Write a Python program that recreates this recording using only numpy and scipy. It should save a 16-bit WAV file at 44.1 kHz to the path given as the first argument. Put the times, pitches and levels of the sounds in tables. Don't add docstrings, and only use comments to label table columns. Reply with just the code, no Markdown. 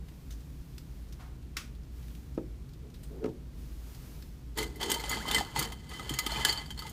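import sys
import numpy as np
from scipy import signal
from scipy.fft import rfft, irfft, next_fast_len
from scipy.io import wavfile

SR = 44100
rng = np.random.default_rng(int(sys.argv[2]) if len(sys.argv) > 2 else 0)


def generate_wav(sig):
    pcm = np.round(np.clip(np.atleast_2d(sig).T, -1, 1) * 32767).astype(np.int16)
    wavfile.write(sys.argv[1], SR, pcm)


N = 305172
STRAW_IN_S = 4.553


def amp(db):
    return 10 ** (np.asarray(db) / 20)


def unit(x):
    return x / np.sqrt(np.mean(x ** 2) + 1e-20)


def along(points, hz):
    f, value = np.transpose(points)
    return np.interp(np.log(hz + 1), np.log(f + 1), value)


def filtered(x, response):
    size = next_fast_len(len(x) + SR // 4)
    spectrum = rfft(x, size) * response(np.fft.rfftfreq(size, 1 / SR))
    return irfft(spectrum, size)[:len(x)]


def causal(gain):
    cepstrum = irfft(np.log(np.maximum(gain, 1e-6)))
    half = len(cepstrum) // 2
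    cepstrum[1:half] *= 2
    cepstrum[half + 1:] = 0
    return np.exp(rfft(cepstrum))


def resonances(modes, hz):
    power = 0
    for centre, width, db in modes:
        peak = hz * width / (centre ** 2 - hz ** 2 + 1j * hz * width)
        power = power + np.abs(amp(db) * peak) ** 2
    return np.sqrt(power)


def noise(spectrum):
    return unit(filtered(rng.standard_normal(N), lambda hz: amp(along(spectrum, hz))))


def fade(t60, attack):
    t = np.arange(SR // 4) / SR
    return t, 1000 ** (-t / max(t60, 1e-3)) * (1 - np.exp(-t / attack))


def add(track, s, db, sound):
    room_left = track[round(s * SR):][:len(sound)]
    room_left += amp(db) * sound[:len(room_left)] / np.abs(sound).max()


def gesture(start, length, attack_s, release_db_per_s):
    t = np.arange(N) / SR - start
    return np.clip(t / attack_s, 0, 1) * amp(-release_db_per_s * np.maximum(t - length, 0))


def gestures(rows, attack_s, release_db_per_s):
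    power = sum((amp(db) * gesture(s, length, attack_s, release_db_per_s)) ** 2 for s, length, db in rows)
    return np.sqrt(power)


# (f/Hz, relative level/dB)
VENT_COLOUR = [(12, -55), (25, -11), (42, -11), (54, 3), (64, -2), (78, -8.5), (95, -15), (128, -8),
               (160, -11), (190, -17), (260, -18), (430, -28.5), (600, -36.5), (1200, -42), (4500, -48),
               (9000, -54), (16000, -64)]
# (t/s, length/s, level/dB)
RUSTLES = [(0, 1.03, -66), (1.88, 0.29, -62.5), (2.9, 0.21, -67), (3.5, 0.29, -61.5), (3.78, 0.37, -58)]
RUSTLE_ATTACK_S, RUSTLE_RELEASE_DB_PER_S, HISS_DB = 0.1, 45, -70.5


def background(vent_db=-44, hum_db=-52.5, waver_db=0.5, wander_hz=2.58):
    slow = lambda hz: np.exp(-(hz / 5) ** 2)
    waver, wander = [unit(filtered(rng.standard_normal(N), slow)) for _ in range(2)]
    hum_hz = 54 + wander_hz * wander
    hum = unit(amp(waver_db * waver) * np.sin(2 * np.pi * np.cumsum(hum_hz) / SR))
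    hiss = noise([(500, 1), (2000, -4), (5000, -4), (9000, -8), (14500, -4.5), (16000, -8.5)])
    rustle = gestures(RUSTLES, RUSTLE_ATTACK_S, RUSTLE_RELEASE_DB_PER_S)
    hiss_gain = np.hypot(amp(HISS_DB), rustle)
    return amp(vent_db) * noise(VENT_COLOUR) + amp(hum_db) * hum + hiss_gain * hiss


# (t/s, peak level/dB, f/Hz, t60/s)
TICKS = [(0.084, -46.5, 2380, 0.043), (0.3053, -41.5, 6100, 0.15), (0.78, -38.5, 5060, .03),
         (1.1242, -43, 5500, 0.071), (2.081, -47, 2000, .03), (2.15, -46, 2830, 0.033),
         (2.734, -49, 3930, .04), (2.9407, -47, 3930, 0.098), (3.032, -46, 8560, 0.094),
         (3.947, -44, 5370, .034), (4.223, -42.5, 5050, 0.03)]
# (f/Hz, level/dB)
CRACK_COLOUR = [(60, -47), (200, -12.5), (450, -14), (650, -46), (1500, -14.5), (2500, -17), (3500, -12.5),
                (5600, -18), (8000, -20.5), (10500, -23.5), (14500, -18), (16000, -32)]
FAINT_TICK_DB, FAINT_TICK_SPREAD_DB = -51, 6
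FAINT_TICK_HZ, FAINT_TICK_T60_S = 4200, 0.048


def ticks(width_hz=900, crack_db=11, count=14):
    track = np.zeros(N)
    faint = []
    for when, size, pitch in rng.random((count, 3)):
        db = FAINT_TICK_DB - FAINT_TICK_SPREAD_DB * size
        faint.append((when * STRAW_IN_S, db, FAINT_TICK_HZ * 2 ** (2 * pitch - 1), FAINT_TICK_T60_S))
    for s, db, pitch_hz, t60 in TICKS + faint:
        t, envelope = fade(t60, attack=0.001)
        colour = lambda hz: causal(resonances([(pitch_hz, width_hz, 0)], hz)
                                   + amp(along(CRACK_COLOUR, hz) + crack_db))
        add(track, s, db, filtered(envelope * rng.standard_normal(len(t)), colour))
    return track


# (f/Hz, t60/s)
ROOM_DECAY = [(150, 0.5), (1500, 0.061), (5000, 0.16), (15000, 0.29)]


def office(x):
    hz, t, z = signal.stft(rng.standard_normal(SR // 2), SR, nperseg=256)
    fading = z * 1000 ** (-t / along(ROOM_DECAY, hz)[:, None])
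    tail = signal.istft(fading, SR, nperseg=256)[1]
    tail = np.pad(tail / np.linalg.norm(tail), (SR // 200, 0))
    return signal.fftconvolve(x, tail)[:N]


# (t/s, length/s, level/dB)
BRUSHES = [(1.185, 0.035, -55.5)]
# (f/Hz, relative level/dB)
SKIN_COLOUR = [(300, -22), (750, 0), (1400, -3.5), (2500, -11.5), (8000, -23)]
BRUSH_ATTACK_S, BRUSH_RELEASE_DB_PER_S = 0.016, 130
# (t/s, length/s, level/dB)
LOW_RUBS = [(2.82, 0.039, -52.5), (3.085, 0.15, -47.5), (3.215, 0.038, -34), (4.555, 0.069, -40),
            (4.63, .17, -51.5), (4.79, .14, -40.5)]
# (f/Hz, relative level/dB)
RUB_COLOUR = [(100, -20), (200, -4.5), (340, 1), (430, 8), (530, -9.5), (700, -15), (1000, -25),
              (1500, -27), (5000, -67)]
RUB_ATTACK_S, RUB_RELEASE_DB_PER_S = 0.028, 302


def rubbing():
    brush = gestures(BRUSHES, BRUSH_ATTACK_S, BRUSH_RELEASE_DB_PER_S) * noise(SKIN_COLOUR)
    low_rub = gestures(LOW_RUBS, RUB_ATTACK_S, RUB_RELEASE_DB_PER_S) * noise(RUB_COLOUR)
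    return brush + low_rub


# (t/s, peak level/dB, brightness/dB per octave, t60/s)
SNAPS = [(1.565, -42, -8, 0.037), (1.568, -23, -2, 0.046), (1.578, -34.5, -3, 0.29),
         (2.3757, -41, -7.5, 0.027), (3.2415, -37.5, -6, 0.023), (3.258, -41.5, -4, 0.027)]
# (f/Hz, relative level/dB)
PLASTIC_COLOUR = [(300, -23), (800, -24), (1250, -1.5), (1700, -4.5), (2300, -1.5), (4300, -5.5),
                  (5600, -2.5), (8000, -9), (15000, -14)]
# (t/s, peak level/dB)
KNOCKS = [(2.3778, -20), (2.384, -25), (3.2459, -21.5), (3.262, -24.5), (3.2817, -28)]
# (f/Hz, width/Hz, relative level/dB)
DESK_MODES = [(267, 37, 0.5), (320, 78, 2.5), (365, 42, 1.5), (438, 68, 0.5), (510, 35, -7), (710, 99, -12),
              (900, 35, -20), (1270, 100, -13), (1680, 69, -21)]


def lid(softness_s=0.0011):
    track = np.zeros(N)
    for s, db, brightness, t60 in SNAPS:
        t, envelope = fade(t60, attack=0.00052)
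        tilt_db = lambda hz: brightness * np.log2(np.maximum(hz, 500) / 2000)
        plastic = lambda hz: causal(amp(along(PLASTIC_COLOUR, hz) + tilt_db(hz)))
        add(track, s, db, filtered(envelope * rng.standard_normal(len(t)), plastic))
    t = np.arange(SR // 4) / SR
    ring = np.zeros(len(t))
    for hz, width, db in DESK_MODES:
        ring += amp(db) * np.exp(-np.pi * width * t) * np.sin(2 * np.pi * hz * t)
    for s, db in KNOCKS:
        add(track, s, db, ring * (1 - np.exp(-t / softness_s)))
    return track


# (f/Hz, width/Hz, level/dB)
TUMBLER_MODES = [(885, 120, -7), (1249, 34, -7), (1712, 46, -9), (2033, 22, 3), (3084, 32, 2),
                 (3226, 50, -9), (3400, 150, -13), (4095, 32, -8), (4331, 45, -5), (4590, 34, -2),
                 (5040, 140, -13), (6180, 120, -17), (6638, 40, -9), (6730, 50, -11), (7095, 18, -7),
                 (7340, 80, -9), (7870, 56, -12), (8340, 150, -14), (8960, 90, -11), (9700, 90, -10),
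                 (12100, 100, -20), (13700, 85, -20)]


def tumbler(hz, direct_db=0, spot_db=3.0, cube_db=-10, cube_width_hz=180):
    wall = [(centre, width, db + spot_db * rng.standard_normal()) for centre, width, db in TUMBLER_MODES]
    cube = [(centre, cube_width_hz, cube_db) for centre in 1400 * 2 ** (5.8 * rng.random(size=3))]
    direct = np.hypot(resonances(cube, hz), amp(along(CRACK_COLOUR, hz)))
    return np.hypot(resonances(wall, hz), amp(direct_db) * direct)


def grains(rate, spread_db):
    sizes = amp(spread_db * np.clip(rng.standard_normal(N), -2, 2)) * rng.choice([-1, 1], N)
    return sizes * (rng.random(N) < rate / SR)


def grinding(rate, catch_db, direct_db, count=12):
    hz = np.fft.rfftfreq(2 * (SR // 8), 1 / SR)
    track = np.zeros(N)
    for cube in range(count):
        knots = np.clip(rng.standard_normal(N // 600), -1.5, 1.5)
        pressure = amp(catch_db * np.interp(np.arange(N), np.linspace(0, N, len(knots)), knots))
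        slips = pressure * grains(rate, spread_db=2.0)
        ring = irfft(causal(tumbler(hz, direct_db)))
        track += signal.oaconvolve(slips, ring)[:N]
    return unit(track)


def froth(count=700, centre_hz=950, spread_octaves=0.602, life_cycles=24, rise=0.29):
    track = np.zeros(N)
    t = np.arange(SR // 16) / SR
    for start, octave, size in zip(rng.random(count), *rng.standard_normal((2, count))):
        hz = centre_hz * 2 ** (spread_octaves * np.clip(octave, -2, 2))
        age = np.minimum(t * hz / life_cycles, 2)
        envelope = 1000 ** -age * (1 - np.exp(-t * hz))
        ring = envelope * np.sin(2 * np.pi * hz * t * (1 + rise * age / 2))
        add(track, start * (N - 1) / SR, 3 * size, ring)
    return unit(track)


# (t/s, length/s, grinding ice level/dB, sloshing level/dB, dry-edge level over the ice/dB)
PUSHES = [(4.563, 0.046, -39.5, -41.5, 4.5), (4.792, 0.066, -37, -46, 1), (4.88, 0.057, -38.5, -42, 3),
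          (4.946, .3, -48, -47.5, 6.5), (5.089, 0.052, -37, -38, 1), (5.253, .06, -37, -39.5, -2),
          (5.306, 0.086, -33.5, -34.5, 0.5), (5.412, 0.24, -51, -55, -2), (5.546, 0.085, -38.5, -35.5, 5.5),
          (5.881, 0.25, -49.5, -49, 1.5), (6.093, .18, -44, -50, -3), (6.28, 0.15, -34.5, -45, -4),
          (6.352, 0.032, -38.5, -38, -1), (6.446, 0.059, -31.5, -49, -0.5),
          (6.517, 0.095, -40.5, -52, -5.5), (6.769, .11, -50, -53, -0.5)]
# (f/Hz, relative level/dB)
SLOSH_COLOUR = [(20, -25), (50, -9), (120, 0), (300, 0), (450, 0.5), (620, -13.5), (880, -1), (1100, -6),
                (1500, -10.5), (2500, -17.5), (6000, -31)]
PUSH_ATTACK_S, ICE_SETTLE_DB_PER_S, COFFEE_SETTLE_DB_PER_S = 0.02, 254, 195
DRIFT_DB, SWIRL_DB, DRIFT_HARDNESS_DB = -66, -60, 10


def stirring(dry_db=-4, sunk_db=-4, slosh_db=-4, froth_db=-9, muffle_hz=4500, edge_hz=14000):
    s, length, ice_db, coffee_db, hardness_db = np.transpose(PUSHES)
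    straw_in = np.arange(N) / SR > STRAW_IN_S

    def motion(push_db, settle, rest_db):
        return np.hypot(gestures(zip(s, length, push_db), PUSH_ATTACK_S, settle), amp(rest_db))

    dry_ice = grinding(rate=120, catch_db=2.5, direct_db=0.0)
    dry_ice = unit(filtered(dry_ice, lambda hz: 1 / (1 + (hz / edge_hz) ** 4)))
    sunk_ice = grinding(rate=230, catch_db=3.0, direct_db=-16.0)
    sunk_ice = unit(filtered(sunk_ice, lambda hz: 1 / (1 + (hz / muffle_hz) ** 4)))
    edge_motion = motion(ice_db + hardness_db, ICE_SETTLE_DB_PER_S, DRIFT_DB + DRIFT_HARDNESS_DB)
    edges = amp(dry_db) * dry_ice * edge_motion
    cubes = amp(sunk_db) * sunk_ice * motion(ice_db, ICE_SETTLE_DB_PER_S, DRIFT_DB)
    splashes = grains(rate=650, spread_db=3)
    slosh = unit(filtered(splashes, lambda hz: causal(amp(along(SLOSH_COLOUR, hz)))))
    liquid = amp(slosh_db) * slosh + amp(froth_db) * froth()
    coffee = liquid * motion(coffee_db, COFFEE_SETTLE_DB_PER_S, SWIRL_DB)
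    return straw_in * (edges + cubes + coffee)


# (t/s, peak level/dB, ring f/Hz, ring level over the blow's peak/dB, brightness/dB per octave)
CLINKS = [(4.5744, -28.5, 1930, -8, 4), (4.585, -21.5, 3280, -13, 0.5), (4.6275, -27, 2080, -0.5, 2.5),
          (4.7577, -40.5, 2065, -3.5, 7), (4.811, -27.5, 3240, -3, -1.5), (4.829, -22, 3440, -9, -1),
          (4.8993, -20.5, 6680, -8, 0.5), (4.9157, -11.5, 9620, -15, 1.5), (4.9414, -21.5, 4540, -11, 2),
          (4.9975, -30.5, 2100, -5, 1.5), (5.038, -30, 2940, -16, -3.5), (5.094, -22.5, 6800, -7, 5.5),
          (5.114, -23, 2050, -2, 2), (5.131, -29, 2040, 7, -2), (5.1693, -27, 3240, -13, -5),
          (5.2815, -26.5, 3130, -7, -2), (5.3113, -17.5, 3560, -6, -1.5), (5.3455, -15, 8280, -8.5, -0.5),
          (5.362, -21, 2017, 5, 2), (5.3815, -18, 1794, -6.5, -1.5), (5.56, -22.5, 3240, -10, -2.5),
          (5.591, -19, 2023, -12, 4), (5.625, -26.5, 2034, -9, 1), (5.7205, -33.5, 3050, -15, -0.5),
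          (5.8914, -41.5, 4560, -7, 3), (5.935, -36, 4560, -12, -1.5), (5.9146, -37, 1940, -9, -6),
          (5.9948, -30, 1263, -3, -1.5), (6.0937, -22.5, 3120, -7.5, 0.5), (6.1382, -27.5, 6620, -8, 0),
          (6.1875, -16, 6735, -12, 3), (6.2633, -20, 3130, -11, -1.5), (6.3181, -27, 4320, 0, 1),
          (6.359, -30, 3060, -1, -16), (6.4487, -10.5, 1680, -11, -0.5), (6.48, -30, 3130, -4, 1),
          (6.492, -18, 4300, -3, -2.5), (6.4958, -21, 4603, 19, 4), (6.524, -24, 4350, -4, 0.5),
          (6.575, -26.5, 4580, 5, -2), (6.6584, -38, 4620, -4, 0), (6.7048, -30, 3187, -5, -1),
          (6.7756, -35, 4300, -2, -0.5), (6.791, -30, 4500, 0.5, 0), (6.821, -34, 1270, 0, -2),
          (6.8659, -34.5, 2080, -6, -2), (6.8938, -37, 6600, -10, 8)]
CHATTER_T60_S, FIRM_DB, CHATTER_HALVES_DB = 0.046, -21.5, 27


def clinks(ring_t60=0.062):
    track = np.zeros(N)
    hz = np.fft.rfftfreq(2 * (SR // 4), 1 / SR)
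    for s, db, pitch_hz, ring_db, brightness in CLINKS:
        chatter_t60 = CHATTER_T60_S * 2 ** ((FIRM_DB - db) / CHATTER_HALVES_DB)
        t, envelope = fade(chatter_t60, attack=0.00088)
        hardness = amp(brightness * np.log2(np.maximum(hz, 500) / 4000))
        chatter = rfft(envelope * rng.standard_normal(len(t)), 2 * len(t))
        blow = irfft(chatter * causal(tumbler(hz) * hardness))[:len(t)]
        note = fade(ring_t60, attack=0.00033)[1] * np.sin(2 * np.pi * pitch_hz * t)
        add(track, s, db, blow / np.abs(blow).max() + amp(ring_db) * note)
    return track


# (t/s, peak level/dB, starting f/Hz, glide/octaves per s, t60/s)
BUBBLES_AND_THUDS = [(4.962, -36, 916, 2.5, .08), (5.038, -36.5, 815, 4.5, .041),
                     (5.198, -40.5, 1273, 23, .11), (5.2545, -30.5, 1020, 15, 0.013),
                     (5.41, -23.5, 790, 9, 0.023), (5.562, -29.5, 860, -6, 0.036),
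                     (5.584, -29.5, 144, 0.5, 0.079), (6.108, -28.5, 285, 4, .027),
                     (6.11, -32, 126, 5, .11), (6.357, -38.5, 2340, 6, .06), (6.371, -33.5, 145, -5, 0.1),
                     (6.851, -40.5, 872, 0.5, 0.056)]
SWELL_SHARE = 0.068


def bubbles_and_thuds():
    track = np.zeros(N)
    for s, db, pitch_hz, glide, t60 in BUBBLES_AND_THUDS:
        t, envelope = fade(t60, SWELL_SHARE * t60)
        pitch = pitch_hz * 2 ** np.clip(glide * t, -0.8, 0.8)
        add(track, s, db, envelope * np.sin(2 * np.pi * np.cumsum(pitch) / SR))
    return track


def scene(drink_room_db=-14, lid_room_db=-8):
    drink = clinks() + stirring() + bubbles_and_thuds()
    around = lid() + ticks() + rubbing()
    room = office(amp(drink_room_db) * drink + amp(lid_room_db) * around)
    return (drink + around + room + background())[None]


TOP_HZ = 15500


def record(dry):
    return filtered(dry[0], lambda hz: 1 / (1 + (hz / TOP_HZ) ** 200))[None]


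dry = scene()
out = record(dry)
generate_wav(out)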